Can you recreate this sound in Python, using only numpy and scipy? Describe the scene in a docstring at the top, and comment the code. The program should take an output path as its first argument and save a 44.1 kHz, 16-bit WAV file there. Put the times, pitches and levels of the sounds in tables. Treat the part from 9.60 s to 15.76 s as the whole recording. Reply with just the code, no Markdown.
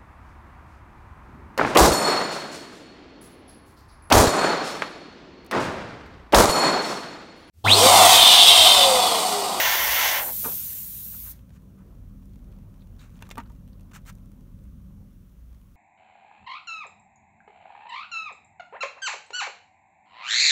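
"""A quiet room with a low rumble. An airbrush jet roars on a nearby surface, is drawn away and hisses
in free air until the trigger shuts. A paper card is then handled: scrapes from sliding friction,
dry paper ticks, finger scuffs and taps that ring a board.
One microphone feeds both channels."""
import sys
import numpy as np
from scipy import signal
from scipy.fft import rfft, irfft, next_fast_len
from scipy.io import wavfile
from scipy.ndimage import uniform_filter1d, map_coordinates

SR = 44100
rng = np.random.default_rng(int(sys.argv[2]) if len(sys.argv) > 2 else 0)


def wav_out(sig):
    """Save sig, one row per channel (or a flat mono array), as 16-bit PCM at SR to the path in sys.argv[1]."""
    wavfile.write(sys.argv[1], SR, np.round(np.clip(np.atleast_2d(sig).T, -1, 1) * 32767).astype(np.int16))


N = 271523
T = np.arange(N) / SR
FRAME_HZ, FRAME_S = np.fft.rfftfreq(1024, 1 / SR), np.arange(N // 256 + 5) * 256 / SR
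EVENT_N = 4000
EVENT_S = np.arange(EVENT_N) / SR

# low and high drone: f/Hz, rms waver/Hz
DRONES = [(38.5, 0.9), (58.5, 1.6)]
# low drone: t/s, level/dB
LOW_DRONE_LEVEL = [(0, -48), (.15, -66), (2.1, -63), (2.35, -48.5), (4.6, -50), (6.16, -55)]
# high drone: centre/s, width/s, rise/dB
HIGH_DRONE_SWELLS = [(.3, 0.26, 11), (1.6, 0.39, 9.5), (2.1, 0.64, 4.5), (2.7, .6, 8.5), (3.95, 0.5, 10.5),
                     (5.14, 0.39, 10.5), (5.85, 0.26, 11.5)]
# room resonances: f/Hz, width/Hz, gain/dB
ROOM_MODES = [(50.3, 8.9, -4.5), (91, 21, 1), (107.94, 12, -5), (130.5, 18, -9), (153.6, 15, -3),
              (187.4, 18, -2), (200, 5.2, -3.5), (237.5, 16, -8), (264.5, 23, -15), (296, 82, -23.5),
              (358, 15, -23.5), (545, 100, -27)]
# rumble: t/s, level/dB
RUMBLE_LEVEL = [(0, -53.5), (.58, -55), (.76, -46.5), (1.0, -52), (2.1, -49.5), (2.9, -46.5), (3.4, -48.5),
                (3.8, -46), (4.5, -47.5), (5.4, -48), (5.85, -57), (6.16, -55.5)]
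# dull wash: f/Hz, density/dB
WASH_COLOUR = [(200, -17), (330, 3), (550, -1.5), (800, -8.5), (1100, -8), (2000, -28), (4000, -34),
               (15600, -60)]
# wash: t/s, level/dB
WASH_LEVEL = [(.9, -63), (1.8, -68), (3.7, -65), (5.2, -69.5), (6.16, -70.5)]
# wash: centre/s, width/s, rise/dB
WASH_SWELLS = [(2.3, 0.26, 6.5), (2.93, 0.18, 7)]
# card strokes: start/s, length/s, top level/dB, top position/0-1, darkening/(dB/oct)
SCRAPES = [(0.833, 0.12, -43, 0.3, 15), (1.527, 0.048, -53.5, .4, 4), (1.637, 0.12, -52, 0.27, 0.5),
           (1.922, 0.083, -62.5, 0.5, -1.5), (2.17, 0.1, -64, 0.37, 6), (3.386, 0.17, -55.5, 0.21, -1),
           (3.5, .1, -63, 0.76, -2), (3.601, 0.026, -56, .7, 0), (3.629, 0.075, -58, .5, 1),
           (3.712, 0.021, -41, 0, -3), (3.786, 0.046, -43, 0.36, 3.5), (3.848, .035, -60, .5, 6),
           (3.896, 0.026, -62.5, 0.1, -2), (4.311, 0.018, -51.5, 0.43, 1), (4.334, 0.068, -43.5, 0.43, -1),
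           (4.459, 0.059, -45.5, 0.7, -1.6)]
# card friction: f/Hz, density/dB
SCRAPE_COLOUR = [(300, -33), (600, -18), (950, -7.5), (1400, -2.5), (1900, -9), (2600, -9.5), (3200, -15),
                 (4900, -18.5), (7020, -14), (10500, -24), (15600, -24)]
# finger scratches: t/s, peak/dB, f/Hz, t60/s
SCUFFS = [(3.206, -62, 3800, 0.046), (3.219, -58, 3800, .04), (3.393, -50.5, 3870, .03),
          (3.402, -52.5, 3680, 0.14), (3.859, -61, 4100, .03), (4.130, -58, 4200, 0.023)]
# paper ticks: t/s, body peak/dB, body f/Hz, treble peak/dB
TICKS = [(1.761, -60, 1800, -61.5), (1.7914, -54, 1730, -63), (1.9045, -54, 1570, -59),
         (2.6254, -59.5, 1403, -61.5), (2.6559, -63, 1610, -53), (2.7582, -53, 1610, -54),
         (2.8433, -63, 1710, -60), (2.9244, -55, 1520, -62.5), (3.1413, -54, 1620, -60.5),
         (3.221, -56.5, 1600, -70), (3.272, -55.5, 1560, -55), (3.394, -59, 1990, -57.5),
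         (3.4947, -56, 1810, -65), (3.5563, -52, 1600, -60), (3.591, -50, 2310, -63),
         (3.6531, -50, 2000, -64), (3.6687, -50, 2400, -52), (3.7037, -37, 2440, -48),
         (3.7554, -40, 1660, -47), (3.8354, -53, 1520, -58), (3.9194, -64, 1440, -55),
         (4.0775, -57, 1440, -53), (4.1959, -55.5, 1400, -56.5), (4.2094, -58.5, 1480, -53),
         (4.453, -53, 1450, -53), (4.5274, -63, 2370, -53), (4.5523, -61.5, 1695, -47),
         (4.6584, -63.5, 1560, -55), (4.7173, -58, 1430, -54), (4.8084, -59.5, 2100, -56.5),
         (5.0393, -62, 1800, -59), (5.9294, -62, 1594, -58), (6.014, -63, 1660, -56)]
# faint random ticks: t/s, rate/(1/s)
CRACKLE_RATE = [(0, 8), (3.0, 8), (3.5, 50), (4.0, 25), (5.0, 4), (6.16, 2)]
# blows on the board: t/s, peak/dB, tick re peak/dB, softness/(dB/oct), t60 factor of the grip
TAPS = [(0.846, -24.5, -15, -1.5, 1.3), (0.853, -24.5, -24, 7.5, 1.5), (0.860, -25, -24, 12, 0.88),
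        (3.624, -29.5, -5.5, -7, 0.69), (3.691, -39, 1, -5, 0.94), (3.712, -27.5, -15, -15, 0.48),
        (3.773, -31, -16, 5, 1.6), (3.780, -22, -6.5, 2.5, 1.45), (3.785, -24, -22, 10, 1.4),
        (3.801, -32.5, -17, 18, 1.3), (3.901, -46, -12, 14, 1.4)]
# board resonances: f/Hz, gain/dB, t60/s
BOARD_MODES = [(262, -9, 0.044), (451, -13, 0.074), (939, -7, 0.064), (1215, -0.5, 0.024),
               (1490, -3, 0.0099), (1820, -9.5, 0.018), (2413, -3.5, 0.014), (3500, -19, 0.011)]
# air leaving the nozzle until the trigger shuts: t/s, level/dB
NOZZLE_LEVEL = [(0, -21), (.518, -20), (.722, -25), (.862, -22.5), (.95, -25), (1.074, -26.5), (1.338, -31),
                (1.7, -34)]
# nozzle hiss: f/Hz, density/dB
NOZZLE_COLOUR = [(290, -56.5), (500, -33.5), (603, -23), (667, -33), (1030, -25.5), (4860, -15.5),
                 (9020, -8.5), (10400, -6), (14100, 1.5), (15600, -2)]
# jet on the surface, held, then drawn away: t/s, level/dB
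ROAR_LEVEL = [(0, -18), (.088, -18), (.226, -21), (.478, -18.5), (.596, -23), (.672, -39), (.694, -36),
              (.744, -58), (.8, -84)]
# jet roar: f/Hz, density/dB
ROAR_COLOUR = [(200, -31), (450, -16), (650, -5.5), (1020, -2), (1500, -4.5), (2070, 1), (2250, -3),
               (3300, -4.5), (4300, -10), (6050, -7.5), (6900, -12.5), (8000, -19.5), (11000, -34.5)]
# notches from an echo of opposite sign: f/Hz, width/Hz, depth/dB
ROAR_HOLLOWS = [(1223, 71, 18), (2520, 200, 5.5), (4000, 390, 3)]
# microphone self-noise: f/Hz, density/dB
MIC_HISS_COLOUR = [(710, -24), (1200, 1.5), (1840, -4.5), (3180, -6), (4840, -11), (5930, -6),
                   (7680, -10.5), (9210, -8.5), (15600, -4.5)]
# microphone notches: f/Hz, width/Hz, depth/dB
MIC_DIPS = [(4987, 370, 4), (7850, 400, 3.5), (10400, 600, 5.5)]


def gain_of(db):
    """Decibels to amplitude."""
    return 10 ** (np.asarray(db) / 20)


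def unit_rms(x):
    """Scale to rms 1."""
    return x / np.sqrt(np.mean(x ** 2) + 1e-20)


def curve(points):
    """Breakpoints interpolated per sample."""
    return np.interp(T, *np.transpose(points))


def swells_db(table):
    """Sum of bell-shaped rises."""
    return sum(db * np.exp(-(2 * (T - s) / width_s) ** 2) for s, width_s, db in table)


def flutter(depth_db, samples):
    """Random gain, smoothed over a sample count."""
    return gain_of(depth_db * unit_rms(uniform_filter1d(rng.standard_normal(N), samples)))


def dips(x, table):
    """Cut narrow bands."""
    size = next_fast_len(len(x) + SR // 4)
    hz = np.fft.rfftfreq(size, 1 / SR)
    cut_db = sum(db / (1 + (2 * (hz - f) / width) ** 2) for f, width, db in table)
    return irfft(rfft(x, size) * gain_of(-cut_db), size)[:len(x)]


def noise(colour, patchy_db, dark_db_oct=0., pivot_hz=1000):
    """Coloured noise with drifting spectral patches, tilted about a pivot."""
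    real, imag, patches = rng.standard_normal((len(FRAME_S), 513, 3)).T
    patches = unit_rms(uniform_filter1d(uniform_filter1d(patches, 10, axis=0), 10, axis=1))
    hz, db = np.transpose(colour)
    shape = gain_of(np.interp(np.log(FRAME_HZ + 1), np.log(hz + 1), db))[:, None]
    octaves = np.log2(np.maximum(FRAME_HZ[:, None], 350) / pivot_hz)
    drift = gain_of(patchy_db * patches - octaves * dark_db_oct)
    x = signal.istft((real + 1j * imag) * shape * drift, nperseg=1024, noverlap=768)[1][:N]
    return x / np.sqrt(np.mean(shape ** 2)) * 16 * np.sqrt(3 / 2) / 512


def shaped_noise(rows, colour, patchy_db, pivot_hz):
    """Noise following rows of t/s, level/dB, darkening/(dB/oct); silent outside them."""
    s, db, dark_db_oct = np.transpose(rows)
    envelope = gain_of(np.interp(T, s, db, left=-120, right=-120))
    return envelope * noise(colour, patchy_db, np.interp(FRAME_S, s, dark_db_oct), pivot_hz)


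def crack(peak_db, low_hz, high_hz, t60_s):
    """Decaying band-limited noise burst."""
    burst = rng.standard_normal(EVENT_N) * gain_of(-60 * EVENT_S / t60_s)
    x = signal.lfilter(*signal.butter(2, [low_hz, high_hz], "band", fs=SR), burst)
    return gain_of(peak_db) * x / abs(x).max()


def add_at(out, s, event):
    """Mix an event in at time s."""
    span = out[round(s * SR):][:len(event)]
    span += event[:len(span)]


def drone(hz, waver_hz):
    """Deep tone, wavering in pitch and level."""
    waver = unit_rms(uniform_filter1d(uniform_filter1d(rng.standard_normal(N), 4000), 4000))
    phase = 2 * np.pi * np.cumsum(hz + waver_hz * waver) / SR
    return np.sqrt(2) * np.sin(phase) * flutter(depth_db=2.6, samples=2500)


def rumble():
    """Noise held in the room's modes."""
    hz = np.fft.rfftfreq(N, 1 / SR)
    modes = sum(gain_of(db) / (1 + (2 * (hz - f) / width) ** 2) for f, width, db in ROOM_MODES)
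    return gain_of(curve(RUMBLE_LEVEL)) * unit_rms(irfft(rfft(rng.standard_normal(N)) * modes, N))


def room():
    """Two drones, modal rumble and a dull wash above."""
    low = gain_of(curve(LOW_DRONE_LEVEL)) * drone(*DRONES[0])
    high = gain_of(-58 + swells_db(HIGH_DRONE_SWELLS)) * drone(*DRONES[1])
    wash = noise(WASH_COLOUR, patchy_db=3, dark_db_oct=-1.7, pivot_hz=550)
    return low + high + rumble() + gain_of(curve(WASH_LEVEL) + swells_db(WASH_SWELLS)) * wash


def walls(x, t60_s=.09, gap_s=.003, cutoff_hz=4000):
    """Short, dull tail of sparse wall echoes."""
    echoes = rng.choice([-1., 1.], EVENT_N) * (rng.random(EVENT_N) < .05) * (EVENT_S > gap_s)
    tail = signal.lfilter(*signal.butter(1, cutoff_hz, fs=SR), echoes * gain_of(-60 * EVENT_S / t60_s))
    return signal.oaconvolve(x, tail / np.linalg.norm(tail))[:N]


def scrapes(start_db=-8.5, end_db=-29.5, roundness=1.44, dulling_db_oct=6.3):
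    """Card friction on fingers and board; each stroke rises, then falls and dulls."""
    ramp, rows = np.linspace(0, 1, 7), []
    for s, length_s, db, position, dark in SCRAPES:
        top_s, end_s = s + np.clip(position, .05, .95) * length_s, s + length_s
        rise_db = db + start_db * (1 - ramp) ** roundness
        fall_db = db + end_db * ramp ** roundness
        rows += zip(s + (top_s - s) * ramp, rise_db, np.full_like(ramp, dark))
        rows += zip(top_s + (end_s - top_s) * ramp, fall_db, dark + dulling_db_oct * ramp)
        rows += [(s - .002, -120, dark), (end_s + .002, -120, dark)]
    friction = shaped_noise(sorted(rows), SCRAPE_COLOUR, patchy_db=.5, pivot_hz=1720)
    return friction * flutter(depth_db=.92, samples=60)


def scuffs(edge_ratio=1.14):
    """Narrow-band scratches of a finger on the card."""
    out = np.zeros(N)
    for s, db, hz, t60_s in SCUFFS:
        add_at(out, s, crack(db, hz / edge_ratio, hz * edge_ratio, t60_s))
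    return out


def ticks(t60_s=.016, crackle_db=-65):
    """Dry paper ticks and faint random crackle, each a body and a shorter treble crack."""
    times_s = T[rng.random(N) < curve(CRACKLE_RATE) / SR]
    peaks_db = crackle_db + 2.5 * np.minimum(rng.exponential(size=len(times_s)), 2.5)
    crackle = [(s, db, 2200 * 2 ** rng.uniform(-.54, 1), db - 1) for s, db in zip(times_s, peaks_db)]
    out = np.zeros(N)
    for s, body_db, hz, treble_db in list(TICKS) + crackle:
        add_at(out, s, crack(body_db, hz / 5, hz * 2, t60_s))
        add_at(out, s, crack(treble_db, 5000, 14000, .68 * t60_s))
    return out


def taps(contact_t60_s=.01):
    """Brief noisy contacts tick and ring the board's modes; softer blows ring less treble."""
    out = np.zeros(N)
    for s, db, tick_db, soft_db_oct, grip in TAPS:
        ring = np.zeros(EVENT_N)
        for hz, mode_db, t60_s in BOARD_MODES:
            onset_db = mode_db - soft_db_oct * np.log2(max(hz, 900) / 900)
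            ring += gain_of(onset_db - 60 * EVENT_S / (t60_s * grip)) * np.sin(2 * np.pi * hz * EVENT_S)
        contact = rng.standard_normal(EVENT_N) * gain_of(-60 * EVENT_S / contact_t60_s)
        rattle = signal.oaconvolve(contact, ring)[:EVENT_N]
        add_at(out, s, gain_of(db) * rattle / abs(rattle).max())
        add_at(out, s, crack(db + tick_db, 2200, 22000, t60_s=.011))
    return out


def surface_echo(hiss, away_s, near_ms=.4, ms_per_s=3.4, share=.12, fade_s=.3):
    """Echo off the surface; as the nozzle leaves, it fades and its delay sweeps a comb downwards."""
    gone_s = np.maximum(T - away_s, 0)
    delay_ms = near_ms + ms_per_s * gone_s
    index = np.maximum(np.arange(N) - delay_ms * SR / 1000, 0)
    return share * np.exp(-(gone_s / fade_s) ** 2) * map_coordinates(hiss, [index], order=3)


def nozzle(away_s=.55, shut_s=.044, shut_drop_db=21, dribble_s=.084, dribble_drop_db=16):
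    """Fine hiss of escaping air; the valve closes and the last air dribbles out."""
    near_db_oct, far_db_oct, shut_db_oct = -3.5, -.8, 6.5  # darkening
    end_s, end_db = NOZZLE_LEVEL[-1]
    rows = [(s, db, np.interp(s, [0, away_s], [near_db_oct, far_db_oct])) for s, db in NOZZLE_LEVEL]
    rows += [(end_s + .35 * shut_s, end_db, far_db_oct),
             (end_s + shut_s, end_db - shut_drop_db, shut_db_oct),
             (end_s + shut_s + dribble_s, end_db - shut_drop_db - dribble_drop_db, shut_db_oct)]
    hiss = shaped_noise(rows, NOZZLE_COLOUR, patchy_db=1.47, pivot_hz=11700)
    hiss *= flutter(depth_db=.33, samples=300)
    return hiss + surface_echo(hiss, away_s)


def jet_roar(full_db=-20, darken_per_db=.58, darkest_db_oct=12):
    """Turbulence of the jet striking the surface; dulls as it weakens."""
    rows = [(s, db, np.clip(darken_per_db * (full_db - db), 0, darkest_db_oct)) for s, db in ROAR_LEVEL]
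    roar = shaped_noise(rows, ROAR_COLOUR, patchy_db=.75, pivot_hz=1500)
    return dips(roar * flutter(depth_db=1.1, samples=300), ROAR_HOLLOWS)


def scene():
    """Close airbrush and card, their wall echoes and the room."""
    near = jet_roar() + nozzle() + scrapes() + taps() + ticks() + scuffs()
    return np.tile(near + gain_of(-17) * walls(near) + room(), (2, 1))


def record(dry, low_hz=30, high_hz=15760, hiss_db=-67.5):
    """Bass cut, microphone dips and self-noise, band limit."""
    bassless = signal.sosfilt(signal.butter(4, low_hz, "high", fs=SR, output="sos"), dry[0])
    mono = dips(bassless, MIC_DIPS) + gain_of(hiss_db) * noise(MIC_HISS_COLOUR, patchy_db=.6)
    lowpass = signal.firwin(1023, high_hz, window=("kaiser", 9), fs=SR)
    return np.tile(signal.oaconvolve(mono, lowpass, "same"), (2, 1))


dry = scene()
out = record(dry)
wav_out(out)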